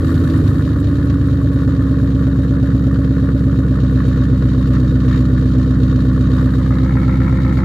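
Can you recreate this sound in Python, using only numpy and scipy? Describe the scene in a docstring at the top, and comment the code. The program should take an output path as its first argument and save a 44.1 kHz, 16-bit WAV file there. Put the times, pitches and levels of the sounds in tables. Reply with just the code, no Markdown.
"""In a rainy parking lot, a cross-plane V8 with open twin exhausts settles from its starting flare to a lumpy idle.
Eight uneven firings ring the two pipes as a deep boom, with short barks and a growl above it.
Each firing also drives a puff of gas that cracks, hisses and spits at the tips.
Valve-train sizzle, a low rumble and raindrops lie behind; all of these but the boom, barks and cracks start as noise.
The microphone is behind the car and moves round to its flank in the last second and a half."""
import sys
import numpy as np
from scipy import signal
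from scipy.fft import rfft, irfft
from scipy.io import wavfile
from scipy.ndimage import uniform_filter1d, minimum_filter1d

SR = 44100
rng = np.random.default_rng(int(sys.argv[2]) if len(sys.argv) > 2 else 0)


def store_wav(level_fs):
    """Save 16-bit WAV to argv[1]."""
    pcm = np.round(np.clip(np.atleast_2d(level_fs), -1, 1) * 32767)
    wavfile.write(sys.argv[1], SR, pcm.T.astype(np.int16))


N = 336924
TIME = np.arange(N) / SR  # seconds
FREQ = np.arange(N // 2 + 1) * SR / N  # Hz

# cylinders in firing order, with relative strengths: offset_ms, pulse_db, pulse_added_at_low_idle_db,
# gas_puff_db, gas_puff_added_at_flank_db, growl_db, hiss_db
CYLINDERS = [(-3.19, 1.8, -2.4, .5, 2.5, -5, 0), (-3.32, -.6, 1.7, 0, -1.5, 2, -.5),
             (-3.79, 2.4, .8, -11.5, -3, -3, -4), (-2.87, 2.5, -1.6, -1, 4, 4, 1.5),
             (-2.81, 2, -.8, -.5, 3, -1, -5), (-3.36, .1, -1.2, .3, -1, -4.5, -1.5),
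             (-3.42, .6, .5, 1, 0, -5, 0), (-2.99, 2.4, -1.7, .5, 0, 2.5, -5)]
# surges of gas at the tips, with some spray: middle_s, half_length_s, surge_db, spray_level_db
SURGES = [(4.078, .12, 1.2, -54), (4.747, 0.033, 3.5, -44), (5.135, .07, 3.5, -39.5),
          (6.38, 0.06, 3.5, -50)]

IDLE_HZ, FLARE_HZ = 66.2, 82.6  # firings per second at the fast idle and near the top of the flare
STEP_DOWN_S, STEP_LENGTH_S = 3.62, 0.38  # the engine drops to its low idle, where it runs rougher
FLANK_FROM_S, FLANK_TO_S = 6.28, 7.0  # the microphone goes round the corner


def undb(db):
    """Turn decibels into gain."""
    return 10 ** (np.asarray(db) / 20)


def unit(x):
    """Scale to an average (rms) level of 1."""
    return x / np.sqrt(np.mean(x ** 2))


def filtered(x, response):
    """Pass a sound through a frequency response."""
    return irfft(rfft(x) * response, N)


def resonance(hz, width):
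    """Response of one resonance, with gain 1 at its centre."""
    s = 1j * FREQ
    return width * s / (s * s + width * s + hz * hz)


def passband(low_hz, high_hz):
    """A second-order bass cut and a fourth-order treble cut."""
    low = 1j * FREQ / low_hz
    high = 1j * FREQ / high_hz
    bass_cut = low * low / (1 + np.sqrt(2) * low + low * low)
    return bass_cut / (1 + np.sqrt(2) * high + high * high) ** 2


def colour(points):
    """Response drawn through (Hz, dB) points."""
    hz, db = np.transpose(points)
    return undb(np.interp(np.log(FREQ + 1), np.log(hz), db))


def peaks(modes):
    """Steep-sided resonances of alternating sign, with dark valleys between them."""
    total = 0
    for k, (hz, width, db) in enumerate(modes):
        peak = resonance(hz, width)
        total = total + undb(db) * abs(peak) * peak * (-1) ** k
    return total


def gliding(x, response, scale):
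    """A filter whose resonances all move in proportion to scale."""
    index = np.arange(N)
    clock = np.cumsum(scale)
    # stretch time, filter, then undo the stretch
    stretched = np.interp(index, clock, x)
    return np.interp(clock, index, filtered(stretched, response))


def clicks(times, sizes):
    """Single-sample impulses at the given times."""
    return np.bincount(np.round(times * SR).astype(int) % N, sizes, N)


def spread(mid, side, side_db, pan_db):
    """Left and right from a shared part and an opposed part; a positive pan favours the left."""
    ears = mid + undb(side_db) * side * np.array([[1], [-1]])
    return unit(ears) * undb(np.array([[pan_db], [-pan_db]]) / 2)


def air(side_db, pan_db):
    """Stereo turbulence: white noise."""
    return spread(*rng.standard_normal((2, N)), side_db, pan_db)


def ramp(start_s, length_s):
    """A steady change from 0 to 1."""
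    return np.clip((TIME - start_s) / length_s, 0, 1)


def swell(middle_s, half_s):
    """A smooth rise to 1 and fall back."""
    return np.exp(-((TIME - middle_s) / half_s) ** 2)


def walk_round(behind, beside):
    """The microphone passes from behind the car to its flank: one sound fades into the other."""
    turn = ramp(FLANK_FROM_S, FLANK_TO_S - FLANK_FROM_S)
    return (1 - turn) * behind + turn * beside


def scattered(x, decay_s, share):
    """Bumper, underbody and wet ground return a short smear of echoes, different at each ear."""
    echoes = rng.standard_normal((2, N)) * np.exp(-TIME / decay_s) * (TIME > .001)
    echoes = echoes / np.sqrt(np.sum(echoes ** 2) / 2)
    return unit(x + share * filtered(x, rfft(echoes)))


def speed():
    """Firings per second, falling from the starting flare through a fast idle to the low idle."""
    # engine speed: time_s, firing_rate_hz
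    speed_points = [(0.0, 81.57), (0.2, 82.86), (0.45, 77.73), (0.65, 73.5), (0.95, 70.29), (1.5, 68.96),
                    (2.25, 66.72), (3.0, 66.79), (3.6, 66.44), (3.8, 64.13), (4.15, 64.56), (4.5, 64.22),
                    (4.8, 63.56), (5.2, 63.88), (5.8, 63.8), (6.3, 64.06), (7.0, 64.69), (7.64, 65.06)]
    return np.interp(TIME, *np.transpose(speed_points))


def effort():
    """0 at idle and about 1 at the top of the flare."""
    return np.maximum(speed() - IDLE_HZ, 0) / (FLARE_HZ - IDLE_HZ)


def crankshaft():
    """Firings counted up to every moment; the shaft runs a little ahead and behind."""
    wander = unit(filtered(rng.standard_normal(N), passband(1, 4)))
    return np.cumsum(speed()) / SR + .012 * wander  # unsteadiness in firings


def firings(crank, jitter_ms, scatter_db, gas_scatter_db):
    """Time, bank and sizes of pulse, gas puff, growl and hiss per firing; each cycle nearly repeats the last."""
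    # exhaust bank of each cylinder, in firing order: bank (0 or 1)
    bank_order = [0, 1, 1, 0, 1, 0, 0, 1]
    flare_scatter_db = 0.7  # added scatter between firings in the flare
    number = np.arange(int(crank[-1]))
    cylinder = number % len(CYLINDERS)
    offset_ms, pulse_db, low_idle_db, gas_db, flank_db, growl_db, hiss_db = np.array(CYLINDERS)[cylinder].T
    chance = rng.standard_normal((N // 500, 4))[number].T
    times = np.interp(number + .6, crank, TIME) + (offset_ms + jitter_ms * chance[0]) / 1000
    unsteady_db = scatter_db + flare_scatter_db * np.interp(times, TIME, effort())
    low_idle = np.interp(times, TIME, ramp(STEP_DOWN_S, STEP_LENGTH_S))
    burn_db = unsteady_db * chance[1] + low_idle_db * low_idle
    puff_db = gas_db + flank_db * np.interp(times, TIME, walk_round(0, 1)) + gas_scatter_db * chance[2]
    return (times, np.array(bank_order)[cylinder], undb(pulse_db + burn_db), undb(puff_db),
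            undb(growl_db + burn_db), undb(hiss_db + gas_scatter_db * chance[3]))


def loudness(idle_db, flare_db, low_idle_db, flank_db, surge_share):
    """Gain of a layer: it follows the revs, the step to low idle, the microphone's place and the gas surges."""
    surges_db = sum(db * swell(s, half_s) for s, half_s, db, _ in SURGES)
    level_db = idle_db + flare_db * effort() + low_idle_db * ramp(STEP_DOWN_S, STEP_LENGTH_S)
    return undb(level_db + walk_round(0, flank_db) + surge_share * surges_db)


def flutter(depth_db):
    """Slow random unsteadiness of the gas flow."""
    return undb(depth_db * unit(filtered(rng.standard_normal(N), passband(2, 22))))


def puffs(times, sizes, rise_s, decay_s, steady):
    """Gas flow: a burst after each firing on top of a steady stream."""
    s = 2j * np.pi * FREQ
    bursts = filtered(clicks(times, sizes), 1 / (1 + s * rise_s) / (1 + s * decay_s))
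    return unit(abs(steady) + unit(bursts))


def rumble():
    """Low noise round the car."""
    # colour of the rumble: pitch_hz, relative_level_db
    rumble_colour = [(10, -6.5), (30, -3.5), (60, 0.5), (140, 0), (280, 0.5), (450, -12), (800, -26),
                     (2000, -38.5), (6000, -61)]
    return unit(filtered(air(side_db=-5.5, pan_db=-1.0), colour(rumble_colour))) * undb(-31.5)


def rain(count=120):
    """Drops tick on the bodywork and the wet ground as tiny noise bursts: a few near, many faint."""
    # nearby raindrops: time_s, strength_db (before the noise and filter)
    near_drops = [(0.4823, -40), (0.4994, -45), (0.5332, -42), (1.0276, -49), (1.2765, -45), (2.9158, -47),
                  (2.9394, -48), (4.3994, -50), (4.5794, -47), (5.0594, -46), (5.457, -49), (6.4617, -45)]
    s, db = np.transpose(near_drops)
    chance = rng.random((count, 2)).T
    faint = clicks(chance[0] * N / SR, undb(-66 + 14 * chance[1]))
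    splash = filtered(clicks(s, undb(db)) + faint, rfft(np.exp(-TIME / .0008)))
    return undb(6.0) * filtered(splash * air(side_db=-3, pan_db=3.5), passband(3500, 18000))


def hiss(times, sizes, points, steady, lag_s, pan_db):
    """Noise pulsing with the firings, with a fine spitting grain."""
    flow = puffs(times + 0.002, sizes, rise_s=0.00068, decay_s=0.0079, steady=steady) * flutter(1.3)
    grain = undb(2.0 * unit(filtered(rng.standard_normal(N), passband(4.3, 360))))
    left, right = scattered(flow * grain * air(side_db=-3, pan_db=pan_db), decay_s=0.0044, share=0.67)
    # the hiss reaches the left first
    ears = np.array([left, np.roll(right, int(lag_s * SR))])
    return unit(filtered(ears, colour(points)))


def valve_train(times, sizes):
    """The valve train sizzles: a high, steadier noise that swells briefly early in the turn."""
    # colour of the sizzle: pitch_hz, relative_level_db
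    sizzle_colour = [(4000, -16.5), (7500, -0.5), (9500, -1.5), (12000, -2), (15500, -7)]
    # one row: idle_db, added_in_flare_db, added_at_low_idle_db, added_at_flank_db, surge_share (no unit)
    sizzle_level = (-58.5, 8, 0.5, 0.5, 0.5)
    sizzle = hiss(times, sizes, sizzle_colour, steady=2.5, lag_s=0.00029, pan_db=1.0)
    return sizzle * loudness(*sizzle_level) * undb(3.5 * swell(6.48, .11))


def gas_hiss(times, sizes):
    """Gas rushing from the tips hisses with every firing."""
    # colour of the gas hiss: pitch_hz, relative_level_db
    hiss_colour = [(1200, -24), (2100, -4.5), (2400, -1.5), (2550, -3), (2700, -2.5), (2930, 1.5),
                   (3300, -2), (3700, 2), (4300, 1), (5250, -8.5), (6000, -10), (7000, -9.5), (7900, -22),
                   (10000, -31.5)]
    # one row: idle_db, added_in_flare_db, added_at_low_idle_db, added_at_flank_db, surge_share (no unit)
    hiss_level = (-48, 2.8, 2.5, -0.8, 0.77)
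    return hiss(times, sizes, hiss_colour, steady=0.8, lag_s=.00003, pan_db=-0.5) * loudness(*hiss_level)


def sputter(times, gas):
    """The gas surges blow a grainy, wet spray out of the tips."""
    level = sum(undb(db) * swell(s, half_s) for s, half_s, _, db in SURGES)
    grain = undb(2.5 * unit(filtered(rng.standard_normal(N), passband(20, 300))))
    flow = puffs(times, gas, rise_s=.001, decay_s=.008, steady=1) * grain
    return unit(filtered(flow * air(side_db=-4, pan_db=0), passband(1400, 2050))) * level


def rasp(times, gas):
    """Each puff cracks at the tailpipe tips; the resonances glide up as the microphone goes round the corner."""
    # tailpipe resonances from behind: pitch_hz, width_hz, relative_level_db
    rasp_behind = [(865, 66, -11.5), (1137, 220, 0), (1338, 100, 0), (1446, 85, 0.5), (1758, 250, -3)]
    # the same from the flank: pitch_hz, width_hz, relative_level_db
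    rasp_flank = [(704, 180, -13.5), (842, 140, -2), (1050, 190, -3.5), (1332, 140, 2.5), (1790, 270, -3.5),
                  (2170, 350, -8.5)]
    # sharper spits from the tailpipes: time_s, strength_db (before the noise and filters)
    spit_times = [(0.046, -26), (0.341, -28), (1.106, -31), (2.566, -27.5), (3.044, -30), (3.1645, -31),
                  (3.2888, -29), (4.002, -31), (5.377, -31), (6.8944, -30), (7.03, -32), (7.244, -29)]
    # one row: idle_db, added_in_flare_db, added_at_low_idle_db, added_at_flank_db, surge_share (no unit)
    rasp_level = (-38.5, 3, 1.2, 4, 1.4)
    level = loudness(*rasp_level)
    flow = puffs(times + 0.002, gas, rise_s=0.0007, decay_s=0.0065, steady=0.55)
    crack = undb(-16.0) * unit(clicks(times + 0.003, gas))
    s, db = np.transpose(spit_times)
    # divided by the level that the whole rasp gets at the end
    spit = filtered(clicks(s, undb(db)), rfft(np.exp(-TIME / .003))) / level
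    turbulence = air(side_db=-5.0, pan_db=2.0)
    burst = scattered((flow + spit) * flutter(1.3) * turbulence + crack, decay_s=0.0066, share=0.24)
    behind = unit(filtered(burst, abs(peaks(rasp_behind))))
    flank = abs(peaks(rasp_flank))
    glide = walk_round(1 - .15, 1)  # the flank resonances start this share lower
    beside = unit(np.array([gliding(ear, flank, glide) for ear in burst]))
    spray = undb(3.0) * filtered(spit * turbulence, passband(1700, 3200))
    return (walk_round(behind, beside) + spray) * level


def growl(times, sizes):
    """Turbulence behind each pulse rings the higher pipe resonances."""
    # higher pipe resonances: pitch_hz, width_hz, relative_level_db
    growl_modes = [(399, 31, -4), (452, 45, -1.5), (507.7, 51, -3), (590, 70, 0), (710, 150, -12)]
    # one row: idle_db, added_in_flare_db, added_at_low_idle_db, added_at_flank_db, surge_share (no unit)
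    growl_level = (-44, 5, 1.5, -3, 0.3)
    flow = puffs(times, sizes, rise_s=0.001, decay_s=.006, steady=0.2)
    rung = filtered(flow * air(side_db=-12, pan_db=-0.5), peaks(growl_modes))
    return unit(rung) * loudness(*growl_level)


def bark(crank, scatter_db, detune):
    """Pulses of both banks meet in the pipes: a few short rings per cycle, with gaps between them: the lope."""
    # barks: place_in_cycle_firings, pitch_hz, then the strength in flare_db, fast_idle_db, low_idle_db, flank_db
    bark_rings = [(.85, 560, -35, -37, -34, -35), (1.6, 470, -27, -28, -23, -42),
                  (2.55, 415, -25, -36, -26.5, -35), (2.7, 275, -11, -70, -70, -70),
                  (3.1, 480, -26, -40, -27, -36), (3.55, 455, -36, -25.5, -27, -30),
                  (3.75, 760, -47, -47, -47, -36), (4.3, 550, -35, -26, -31, -29),
                  (4.7, 150, -13, -70, -70, -70), (5.2, 530, -36, -33, -32, -34),
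                  (6.15, 500, -32, -32, -30, -33), (7.9, 460, -32, -23.5, -33, -33)]
    rise_cycles = 2.3  # cycles of its own pitch that a bark takes to reach its peak
    cycles = np.arange(0, crank[-1], len(CYLINDERS))
    # 0 flare, 1 fast idle, 2 low idle, 3 flank: which bark is loudest changes between them
    state = ramp(.5, .22) + ramp(STEP_DOWN_S, STEP_LENGTH_S) + walk_round(0, 1)
    age = TIME[:SR // 10]
    out = np.zeros(N + len(age))
    for place, hz, *db in bark_rings:
        rise = age * hz / rise_cycles
        shape = (rise * np.exp(1 - rise)) ** 2
        starts = np.interp(cycles + place, crank, TIME, right=np.inf) - rise_cycles / hz
        for s, (strength, pitch) in zip(starts, rng.standard_normal((len(cycles), 2))):
            if 0 <= s < TIME[-1]:
                i = int(s * SR)
                gain = np.interp(state[i], np.arange(len(db)), undb(db)) * undb(scatter_db * strength)
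                ring = np.sin(2 * np.pi * hz * (1 + detune * pitch) * age)
                out[i:i + len(age)] += gain * shape * ring
    return out[:N]


def singing(barks):
    """The barks keep one narrow pipe resonance ringing, a different one at the flank."""
    behind = undb(5.5) * filtered(barks, resonance(577, 9))
    beside = undb(14) * filtered(barks, resonance(519, 6))
    return barks + walk_round(behind, beside)


def pipes(times, bank, sizes):
    """Each bank rings the standing waves in its own way: the uneven beat makes the V8 burble. Hot gas raises them."""
    # standing waves of the exhaust: pitch_hz, width_hz, then signed gains (no unit):
    # bank_1_behind, bank_0_behind, bank_1_flank, bank_0_flank
    pipe_modes = [(59.29, 12.0, 0.23, 0.28, 0.24, 0.31), (96.42, 5.7, 1.0, 0.89, 0.84, 0.86),
                  (122.8, 93.0, 0.17, 0.11, 0.12, 0.095), (122.8, 5.0, -0.44, -0.78, -0.63, -0.56),
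                  (130.8, 21.0, -0.35, -0.03, -0.13, -0.15), (146.1, 7.2, -0.057, 0.24, -0.24, 0.22),
                  (161.7, 16.0, -0.41, -0.36, -0.47, -0.31), (200.6, 28.0, 0.081, -0.69, 0.35, -0.82),
                  (203.4, 22.0, -0.13, 0.67, -0.4, 0.82), (242.2, 18.0, -0.12, -0.12, -0.085, -0.0043),
                  (255.1, 6.0, -0.23, 0.039, -0.21, -0.071), (267.5, 12.0, 0.054, -0.2, 0.095, -0.1),
                  (287.2, 12.0, -0.015, 0.12, -0.013, 0.063), (315.6, 7.7, 0.083, 0.064, 0.046, 0.08),
                  (336.9, 8.6, -0.041, -0.015, -0.057, -0.11), (360.1, 24.0, -0.0051, 0.024, 0.013, 0.033)]
    # colour of the open tips: pitch_hz, level_db
    tip_colour = [(200, 0), (260, 1), (340, 1), (440, -2), (700, -10)]
    # how the harder pulses of the flare colour the boom: pitch_hz, level_db
    flare_colour = [(70, 6), (100, 10), (135, 0), (165, -10), (200, -4), (245, 3), (355, 9)]
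    # one row: added_in_flare_db, added_at_low_idle_db, added_at_flank_db, surge_share (no unit)
    boom_changes = (-6.7, 0, 0, 0.1)
    modes = np.array(pipe_modes)
    waves = np.array([resonance(hz, width) for hz, width in modes[:, :2]])
    responses = modes[:, 2:].T @ waves * passband(45, 700) * colour(tip_colour)
    banks = [clicks(times, sizes * (bank == k)) for k in (1, 0)]
    heat = 1 + .026 * effort()  # share by which the hot gas of the flare raises the pitch above idle
    glide = heat / heat.mean()
    rung = [gliding(pulses, response, glide) for pulses, response in zip(banks + banks, responses)]
    behind = sum(rung[:2])
    behind = behind + effort() * (filtered(behind, colour(flare_colour)) - behind)
    boom = walk_round(behind, sum(rung[2:]))
    # shorter waves differ more between the ears
    side = filtered(boom, -colour([(60, -12.5), (130, -9.0), (280, 1.5)]))
    beat = spread(boom, side, side_db=-18, pan_db=0.45)
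    return unit(beat * loudness(0, *boom_changes)) * undb(-12.0)


def scene():
    """Rumble and rain lie under an engine whose layers all follow the same crankshaft."""
    crank = crankshaft()
    times, bank, sizes, gas, growls, hisses = firings(crank, jitter_ms=0.06, scatter_db=0.5, gas_scatter_db=1.4)
    background = rumble() + rain()
    treble = valve_train(times, hisses) + gas_hiss(times, hisses)
    tips = sputter(times, gas) + rasp(times, gas)
    throat = growl(times, growls) + singing(bark(crank, scatter_db=1.1, detune=.012))
    # barks and growl soften as the flare dies away
    throat = throat * undb(-2 * swell(0.97, 0.45))
    return background + treble + tips + throat + pipes(times, bank, sizes)


def record(dry, hold_s=0.0029):
    """A fast limiter holds down the tallest pulses; the recorder cuts the top."""
    ceiling, top_hz = .8, 15500
    size = int(hold_s * SR)
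    gain = np.minimum(1, ceiling / (abs(dry).max(axis=0) + 1e-9))
    gain = minimum_filter1d(gain, 2 * size)
    gain = uniform_filter1d(uniform_filter1d(gain, size), size)
    top_cut = signal.ellip(8, .2, 70, top_hz, fs=SR, output="sos")
    return signal.sosfilt(top_cut, dry * gain)


dry = scene()
out = record(dry)
store_wav(out)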